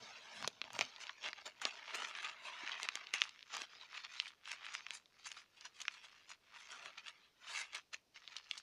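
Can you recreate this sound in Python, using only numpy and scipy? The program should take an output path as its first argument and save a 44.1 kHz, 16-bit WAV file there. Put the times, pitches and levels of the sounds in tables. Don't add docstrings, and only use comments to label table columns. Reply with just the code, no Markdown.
import sys
import numpy as np
from scipy import signal
from scipy.fft import rfft, irfft
from scipy.io import wavfile

SR = 44100
rng = np.random.default_rng(int(sys.argv[2]) if len(sys.argv) > 2 else 0)


def wav_record(signal):
    frames = np.transpose(np.atleast_2d(signal))
    bounded = np.clip(frames, -1, 1)
    quanta = np.round(bounded * 32767).astype(np.int16)
    wavfile.write(sys.argv[1], SR, quanta)


N = 380141

# start_s, hold_s, level_db, treble_db
SQUEEZES = [(0, 0.12, -60.5, -14.5), (0.197, 0.28, -61.5, -15), (0.364, 0.07, -59, -7),
            (0.438, 0.00084, -50, -18), (0.648, 0.014, -61.5, -23), (0.748, 0.0031, -49, -11),
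            (0.784, 0.052, -55, -6), (0.818, 0.003, -45.5, -29), (0.864, 0.23, -61, -18.5),
            (1.01, 0.017, -54, -7), (1.247, 0.034, -49, -15.5), (1.384, 0.028, -56.5, -36),
            (1.462, 0.0031, -43, -8), (1.655, 0.022, -42.5, -15), (1.706, 0.072, -53, -21.5),
            (1.953, 0.002, -45.5, -1), (1.982, 0.11, -45.5, -17), (2.171, 0.021, -48, -18),
            (2.234, 0.062, -50, -18.5), (2.454, 0.034, -51, -12.5), (2.5, 0.75, -59, -41.5),
            (2.545, 0.14, -52.5, -20.5), (2.668, 0.075, -48, -23.5), (2.807, 0.039, -46, -19),
            (2.946, 0.039, -54.5, -15.5), (3.139, 0.004, -43, -10), (3.21, 0.042, -53.5, -10),
            (3.536, 0.02, -47, -15), (3.599, 0.025, -50.5, -9.5), (3.714, 0.044, -60.5, -40),
            (3.807, 0.041, -60, -45), (3.96, 0.038, -52.5, -16), (4.046, 0.0055, -49.5, -23),
            (4.165, 0.086, -54, -11.5), (4.451, 0.0036, -61, -10), (4.478, 0.014, -51, -11),
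            (4.515, 0.025, -49, -14), (4.65, 0.0051, -52.5, -8), (4.687, 0.12, -55.5, -22),
            (4.741, 0.0073, -50, -8), (4.88, 0.049, -56.5, -18), (4.943, 0.018, -57, 1.5),
            (5.265, 0.0078, -52.5, -1), (5.282, 0.11, -61.5, -9.5), (5.371, 0.0012, -50.5, -20),
            (5.585, 0.04, -64, -14), (5.653, 0.0014, -50, -10), (5.788, 0.053, -61, -6),
            (5.91, 0.057, -64, -11), (5.967, 0.24, -66.5, -19), (6.044, 0.017, -57, -11.5),
            (6.3, 0.014, -53.5, -7), (6.539, 0.0035, -60, -18), (6.578, 0.059, -59, -11.5),
            (6.713, 0.008, -54, -7.5), (6.752, 0.13, -55.5, -15), (6.981, 0.0017, -49, -19),
            (7.07, 0.018, -51.5, -16), (7.167, 0.093, -69, -33), (7.491, 0.027, -51, -12.5),
            (7.557, 0.058, -47, -7.5), (7.748, 0.018, -47.5, -10.5), (7.935, 0.0014, -50.5, -11),
            (8.16, 0.0049, -58, -35), (8.229, 0.026, -64.5, -26), (8.313, 0.062, -60.5, -18),
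            (8.366, 0.0016, -53.5, -6.5), (8.513, 0.056, -59, -9)]
ATTACK_S, ATTACK_PER_HOLD = 0.0047, 0.93
RELEASE_S, RELEASE_PER_HOLD = 0.02, 0.26
TREBLE_STEEPER = 1.43
# start_s, end_s
SLIDES = [(0, .4), (2.32, 2.65), (7.12, 7.7)]
# time_s, bass_db
SHEET_BASS = [(0, -5), (.25, -9), (.45, -4), (.85, -4.5), (1.05, -17.5), (1.3, -8.5), (1.75, -14.5),
              (2.1, -14.5), (2.6, -18.5), (3.15, -18.5), (3.42, -31), (3.57, -9), (4.3, -36.5),
              (4.55, -21.5), (5.3, -23.5), (5.6, -21), (5.85, -21.5), (6.6, -25.5), (6.85, -7.5),
              (7.1, -26.5), (7.8, -18.5), (8.62, -26.5)]
# time_s, gain_db
BRIGHTNESS = [(0, 3.5), (1.2, 4.5), (2, -5.5), (2.75, -7), (3.6, 4), (4.7, -1.5), (5.2, 3), (7.25, -2.5),
              (7.6, 0), (8.62, 8)]
# frequency_hz, density_db
PAPER_SPECTRUM = [(60, -52), (129, -26.5), (285, -22), (523, -17), (758, -11), (1180, -3.5), (1630, -5),
                  (2490, -1.5), (4450, -6.5), (6450, -11.5), (7960, -24.5), (9590, -27.5), (12000, -35),
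                  (15600, -43)]
BAND_EDGES_HZ = [230, 720, 6800, 11000]
# start_s, peak_db, ring_hz, treble_db, decay_s
SNAPS = [(0.426, -32, 950, -7, 0.0042), (0.445, -29, 1410, -28, 0.021), (0.476, -22.5, 3430, -5.5, 0.019),
         (0.616, -23, 3080, -46, 0.012), (0.641, -35, 2430, -29, 0.004), (0.704, -39, 1090, -24, 0.016),
         (0.732, -43.5, 1260, 5, 0.009), (0.791, -21, 2140, -11.5, 0.012), (0.81, -18, 2130, -12.5, 0.016),
         (0.816, -23, 2240, -41, 0.0032), (0.962, -37, 3180, -49, 0.013), (1.069, -34, 2570, -18, 0.0059),
         (1.094, -33, 1260, -31, 0.021), (1.287, -29.5, 1960, -19, 0.0039),
         (1.331, -30.5, 1880, -23, 0.015), (1.616, -35.5, 1180, -8.5, 0.09),
         (1.653, -15, 3790, -15.5, 0.0026), (1.945, -33, 1950, -10, 0.077), (2.048, -32, 2780, -33, 0.013),
         (2.151, -33, 2140, -40, 0.026), (2.229, -36, 1180, -9, 0.019), (2.246, -33, 2490, -13.5, 0.067),
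         (2.6762, -26.5, 1850, -57, 0.0022), (2.831, -25.5, 3060, -3.5, 0.0096),
         (2.888, -19.5, 1680, -14.5, 0.012), (2.955, -25.5, 2160, -3, 0.01), (3.07, -33.5, 3600, -61, 0.01),
         (3.1381, -22, 1960, -4.5, 0.013), (3.183, -33, 4600, -27, 0.0087), (3.209, -34, 4860, -11, 0.011),
         (3.218, -12, 2330, -70, 0.0055), (3.238, -33.5, 1940, -8.5, 0.015),
         (3.293, -35.5, 3270, -10, 0.0082), (3.392, -42.5, 2220, -44, 0.0099),
         (3.428, -37, 3240, -44, 0.0057), (3.408, -44, 2470, -40, 0.006), (3.549, -32.5, 3596, -9, 0.02),
         (3.568, -31, 880, -2, 0.011), (3.602, -42, 1510, -14, 0.012), (3.618, -29.5, 2620, -13, 0.015),
         (3.977, -34.5, 2260, -26, 0.0057), (4.049, -33, 2160, -19, 0.012), (4.2, -17.5, 3380, -40, 0.0081),
         (4.278, -41.5, 3100, -11, 0.065), (4.456, -38, 3000, -20, 0.024), (4.517, -29, 1740, -5, 0.011),
         (4.647, -38.5, 1830, -43, 0.012), (4.666, -31, 1550, -30, 0.0058), (4.683, -41, 2000, -30, 0.015),
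         (4.751, -25.5, 1670, -13, 0.0045), (4.866, -29.5, 1840, -48, 0.01),
         (4.907, -27, 2490, -10.5, 0.0021), (5.058, -49, 3800, -35, 0.015),
         (5.317, -32.5, 2430, -6.5, 0.013), (5.61, -40.5, 5070, -7.5, 0.015),
         (5.803, -38.5, 2700, -8, 0.028), (5.816, -36, 2850, -1, 0.027), (5.853, -35.5, 1870, -38, 0.019),
         (5.8814, -19.5, 1940, -50, 0.01), (6.859, -33, 1330, -15, 0.012), (7.082, -35, 2800, -17.5, 0.03),
         (7.748, -34.5, 3000, -7, 0.029), (7.943, -32.5, 2160, -11.5, 0.024),
         (8.277, -34, 3100, -33, 0.012), (8.366, -30, 4700, -35, 0.017), (8.512, -22.5, 2880, -14.5, 0.009),
         (8.577, -38, 3860, -5.5, 0.068)]
# start_s, level_db, pitch_hz
THUMPS = [(0.01, -61, 129), (0.442, -48, 137), (0.795, -61, 169), (2.634, -45.5, 314), (3.138, -45.5, 403)]
ROOM_T60_S, ROOM_DB = 0.1, -23
# frequency_hz, density_db
HISS_SPECTRUM = [(20, -4), (60, -1), (500, -1), (1500, -9), (5500, -7.5), (7500, -17), (16000, -22.5)]
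HISS_DB = -78.5
STOP_EDGE_HZ = 15900


def crackle(per_s, spread_db, clump_db, rustle_db, count=10):
    t = np.arange(N) / SR
    sliding = sum((t >= start) & (t < end) for start, end in SLIDES)
    uneven = 1 - 0.5 * sliding
    clump = uneven * clump_db * (slips(per_s=60, fade_s=0.008) + 0.6 * drift(100))

    sizes_db = uneven * spread_db * np.minimum(rng.exponential(1, N), 4)
    sizes = from_db(sizes_db) * rng.choice([-1, 1], N)
    chance = per_s * from_db(clump) / uneven ** 2 / SR
    pops = sizes * (rng.random(N) < chance) + 1e-18
    facet = rng.integers(0, count, N)
    rings = 1.1 * pops
    for k, hz in enumerate(np.geomspace(500, 11000, count)):
        ring = resonance(pops * (facet == k), hz, 0.5 * hz)
        rings = rings + ring * np.sqrt(9000 / hz)
    rustle = rng.standard_normal(N) * from_db(rustle_db + clump)

    enclosed = rms_one(folds(rms_one(rings) + rustle, shift_db=2.8))
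    direct = 0.3 * rms_one(rings)
    bands = five_bands(coloured(enclosed + direct, PAPER_SPECTRUM))
    top_filter = signal.butter(6, BAND_EDGES_HZ[-1], "high", fs=SR, output="sos")
    bands[4] = signal.sosfilt(top_filter, bands[4])

    level_db, treble_db = hands(t)
    bass_db, = in_time(SHEET_BASS, t)
    bright_db, = in_time(BRIGHTNESS, t)
    bands[2] = shelve(bands[2], 0.3 * (bass_db + 10.5), bright_db)
    air_db = treble_db + 0.4 * level_db + 5
    levels = tilts(bass_db, treble_db, top_db=air_db)
    bed = sum(rms_one(band) * from_db(level_db + db) for band, db in zip(bands, levels))
    tick_db = -10 - 0.3 * bass_db
    return bed + uneven * ticks(per_s=280) * from_db(level_db + tick_db)


def hands(t):
    start, hold, level_db, treble_db = np.transpose(SQUEEZES)[:, :, None]
    coarse = t[::64]
    rise = np.maximum(start - coarse, 0) / (ATTACK_S + ATTACK_PER_HOLD * hold)
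    fall = np.maximum(coarse - start - hold, 0) / (RELEASE_S + RELEASE_PER_HOLD * hold)
    lost_db = 10 * (rise + fall)
    middle = np.sum(from_db(level_db - lost_db) ** 2, axis=0) + 1e-11
    treble_each_db = level_db + treble_db - TREBLE_STEEPER * lost_db
    treble = np.sum(from_db(treble_each_db) ** 2, axis=0) + 1e-13
    crackle_db = np.interp(t, coarse, 10 * np.log10(middle))
    return crackle_db, np.interp(t, coarse, 10 * np.log10(treble / middle))


def slips(per_s, fade_s):
    jerks = rng.exponential(1, N) * (rng.random(N) < per_s / SR)
    fading = signal.lfilter([1], [1, -np.exp(-1 / (fade_s * SR))], jerks + 1e-18)
    level = np.log(0.15 + fading)
    return rms_one(level - level.mean())


def ticks(per_s, count=8):
    sizes = from_db(4 * np.minimum(rng.exponential(1, N), 3)) * rng.choice([-1, 1], N)
    born = sizes * (rng.random(N) < per_s * from_db(5 * drift(8)) / SR) + 1e-18
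    facet = rng.integers(0, count, N)
    rings = 0
    for k, hz in enumerate(np.geomspace(1100, 5500, count)):
        rings = rings + resonance(born * (facet == k), hz, 0.76 * hz) * 5000 / hz
    return rms_one(coloured(0.1014 * born + rings, PAPER_SPECTRUM))


def folds(x, shift_db, count=44):
    roots = np.linspace(np.sqrt(70), np.sqrt(15500), count)
    widths_hz = 3.2 * (roots[1] - roots[0]) * roots
    total = 0
    for k, (root, width_hz) in enumerate(zip(roots, widths_hz)):
        swell = from_db(shift_db * min(root / 45, 1) * drift(8.4))
        pocket = resonance(x, root ** 2, width_hz) / np.sqrt(root)
        total = total + pocket * swell * (-1) ** k
    return total


def shelve(x, low_db, high_db):
    low_filter = signal.butter(2, 1600, "low", fs=SR, output="sos")
    high_filter = signal.butter(2, 3300, "high", fs=SR, output="sos")
    low, high = signal.sosfiltfilt(low_filter, x), signal.sosfiltfilt(high_filter, x)
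    return x + (from_db(low_db) - 1) * low + (from_db(high_db) - 1) * high


def tilts(bass_db, treble_db, top_db):
    return 3.67 * bass_db + 5.5, bass_db, 0, treble_db, 0.5 * bass_db + top_db


def snaps(size=3072):
    out, t = np.zeros(N + size), np.arange(size) / SR
    chatter, chance = rng.standard_normal((len(SNAPS), size)), rng.random((len(SNAPS), 4))
    for (start, peak_db, hz, treble_db, decay_s), noise, luck in zip(SNAPS, chatter, chance):
        dying = from_db(-60 * t / np.clip(decay_s, 0.002, 0.06))
        kick = np.minimum(decay_s / 0.12, 0.6) * noise * dying
        kick[0] = np.sign(noise[0])
        lags = ((0.0003 + 0.0022 * luck[:3]) * SR).astype(int)
        kick[lags] += 0.11 * np.sign(noise[lags])

        ring = resonance(resonance(kick, hz, 1.3 * hz), hz, 1.3 * hz)
        overtone = resonance(kick, (2 + luck[3]) * hz, 0.5 * hz)
        mix = 0.62 * from_db(0.34 * treble_db) * kick + 1.36 * ring + 0.79 * overtone
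        bands = five_bands(coloured(mix, PAPER_SPECTRUM))
        at = round(start * SR)
        bass_db = in_time(SHEET_BASS, start)[0] - 6
        levels = tilts(bass_db, treble_db, top_db=1.2 * treble_db - 2)
        for band, db in zip(bands, levels):
            out[at:at + size] += from_db(peak_db + db) * band / np.abs(band).max()
    return out[:N]


def thumps():
    out = np.zeros(N)
    t = np.arange(SR // 10) / SR
    for start, level_db, hz in THUMPS:
        at = round(start * SR)
        envelope = np.exp(-t * hz / 1.3) * np.minimum(t * hz, 1)
        out[at:at + len(t)] += from_db(level_db) * np.sin(2 * np.pi * hz * t) * envelope
    return out


def room(x):
    t = np.arange(SR // 4) / SR
    tail = rng.standard_normal(len(t)) * from_db(-60 * t / ROOM_T60_S) * (t > 0.003)
    tail = signal.lfilter([1], [1, -0.4], tail)
    return signal.fftconvolve(x, tail / np.linalg.norm(tail))[:N]


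def hiss():
    return from_db(HISS_DB) * rms_one(coloured(rng.standard_normal(N), HISS_SPECTRUM))


def from_db(db):
    return 10 ** (np.asarray(db) / 20)


def rms_one(x):
    return x / np.sqrt(np.mean(x ** 2) + 1e-20)


def in_time(rows, t):
    s, *columns = np.transpose(rows)
    return [np.interp(t, s, column) for column in columns]


def drift(rate_hz, size=32):
    r = np.exp(-2 * np.pi * rate_hz * size / SR)
    noise = rng.standard_normal(N // size + 1002)
    slow = signal.lfilter([1], [1, -2 * r, r * r], noise)[1000:]
    return np.interp(np.arange(N) / size, np.arange(len(slow)), rms_one(slow))


def resonance(x, hz, width_hz):
    r = np.exp(-np.pi * width_hz / SR)
    poles = [1, -2 * r * np.cos(2 * np.pi * hz / SR), r * r]
    return signal.lfilter([(1 - r * r) / 2, 0, (r * r - 1) / 2], poles, x)


def response(spectrum, size=4096):
    hz, db = np.transpose(spectrum)
    grid = np.maximum(np.arange(size // 2 + 1) * SR / size, 1)
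    grid_db = np.interp(np.log(grid), np.log(hz), db)
    cepstrum = irfft(np.log(from_db(grid_db)))
    cepstrum[1:size // 2] *= 2
    cepstrum[size // 2 + 1:] = 0
    return irfft(np.exp(rfft(cepstrum)))


def coloured(x, spectrum):
    return signal.fftconvolve(x, response(spectrum))[:len(x)]


def five_bands(x):
    pairs = [(pair, "band") for pair in zip(BAND_EDGES_HZ, BAND_EDGES_HZ[1:])]
    kinds = [(BAND_EDGES_HZ[0], "low"), *pairs, (BAND_EDGES_HZ[-1], "high")]
    return [signal.sosfilt(signal.butter(3, hz, kind, fs=SR, output="sos"), x) for hz, kind in kinds]


def scene():
    paper = crackle(per_s=1100, spread_db=4, clump_db=2.2, rustle_db=-4.5)
    paper = paper + snaps() + thumps()
    return (paper + from_db(ROOM_DB) * room(paper) + hiss())[None]


def record(dry):
    return signal.sosfilt(signal.cheby2(12, 40, STOP_EDGE_HZ, fs=SR, output="sos"), dry)


dry = scene()
out = record(dry)
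wav_record(out)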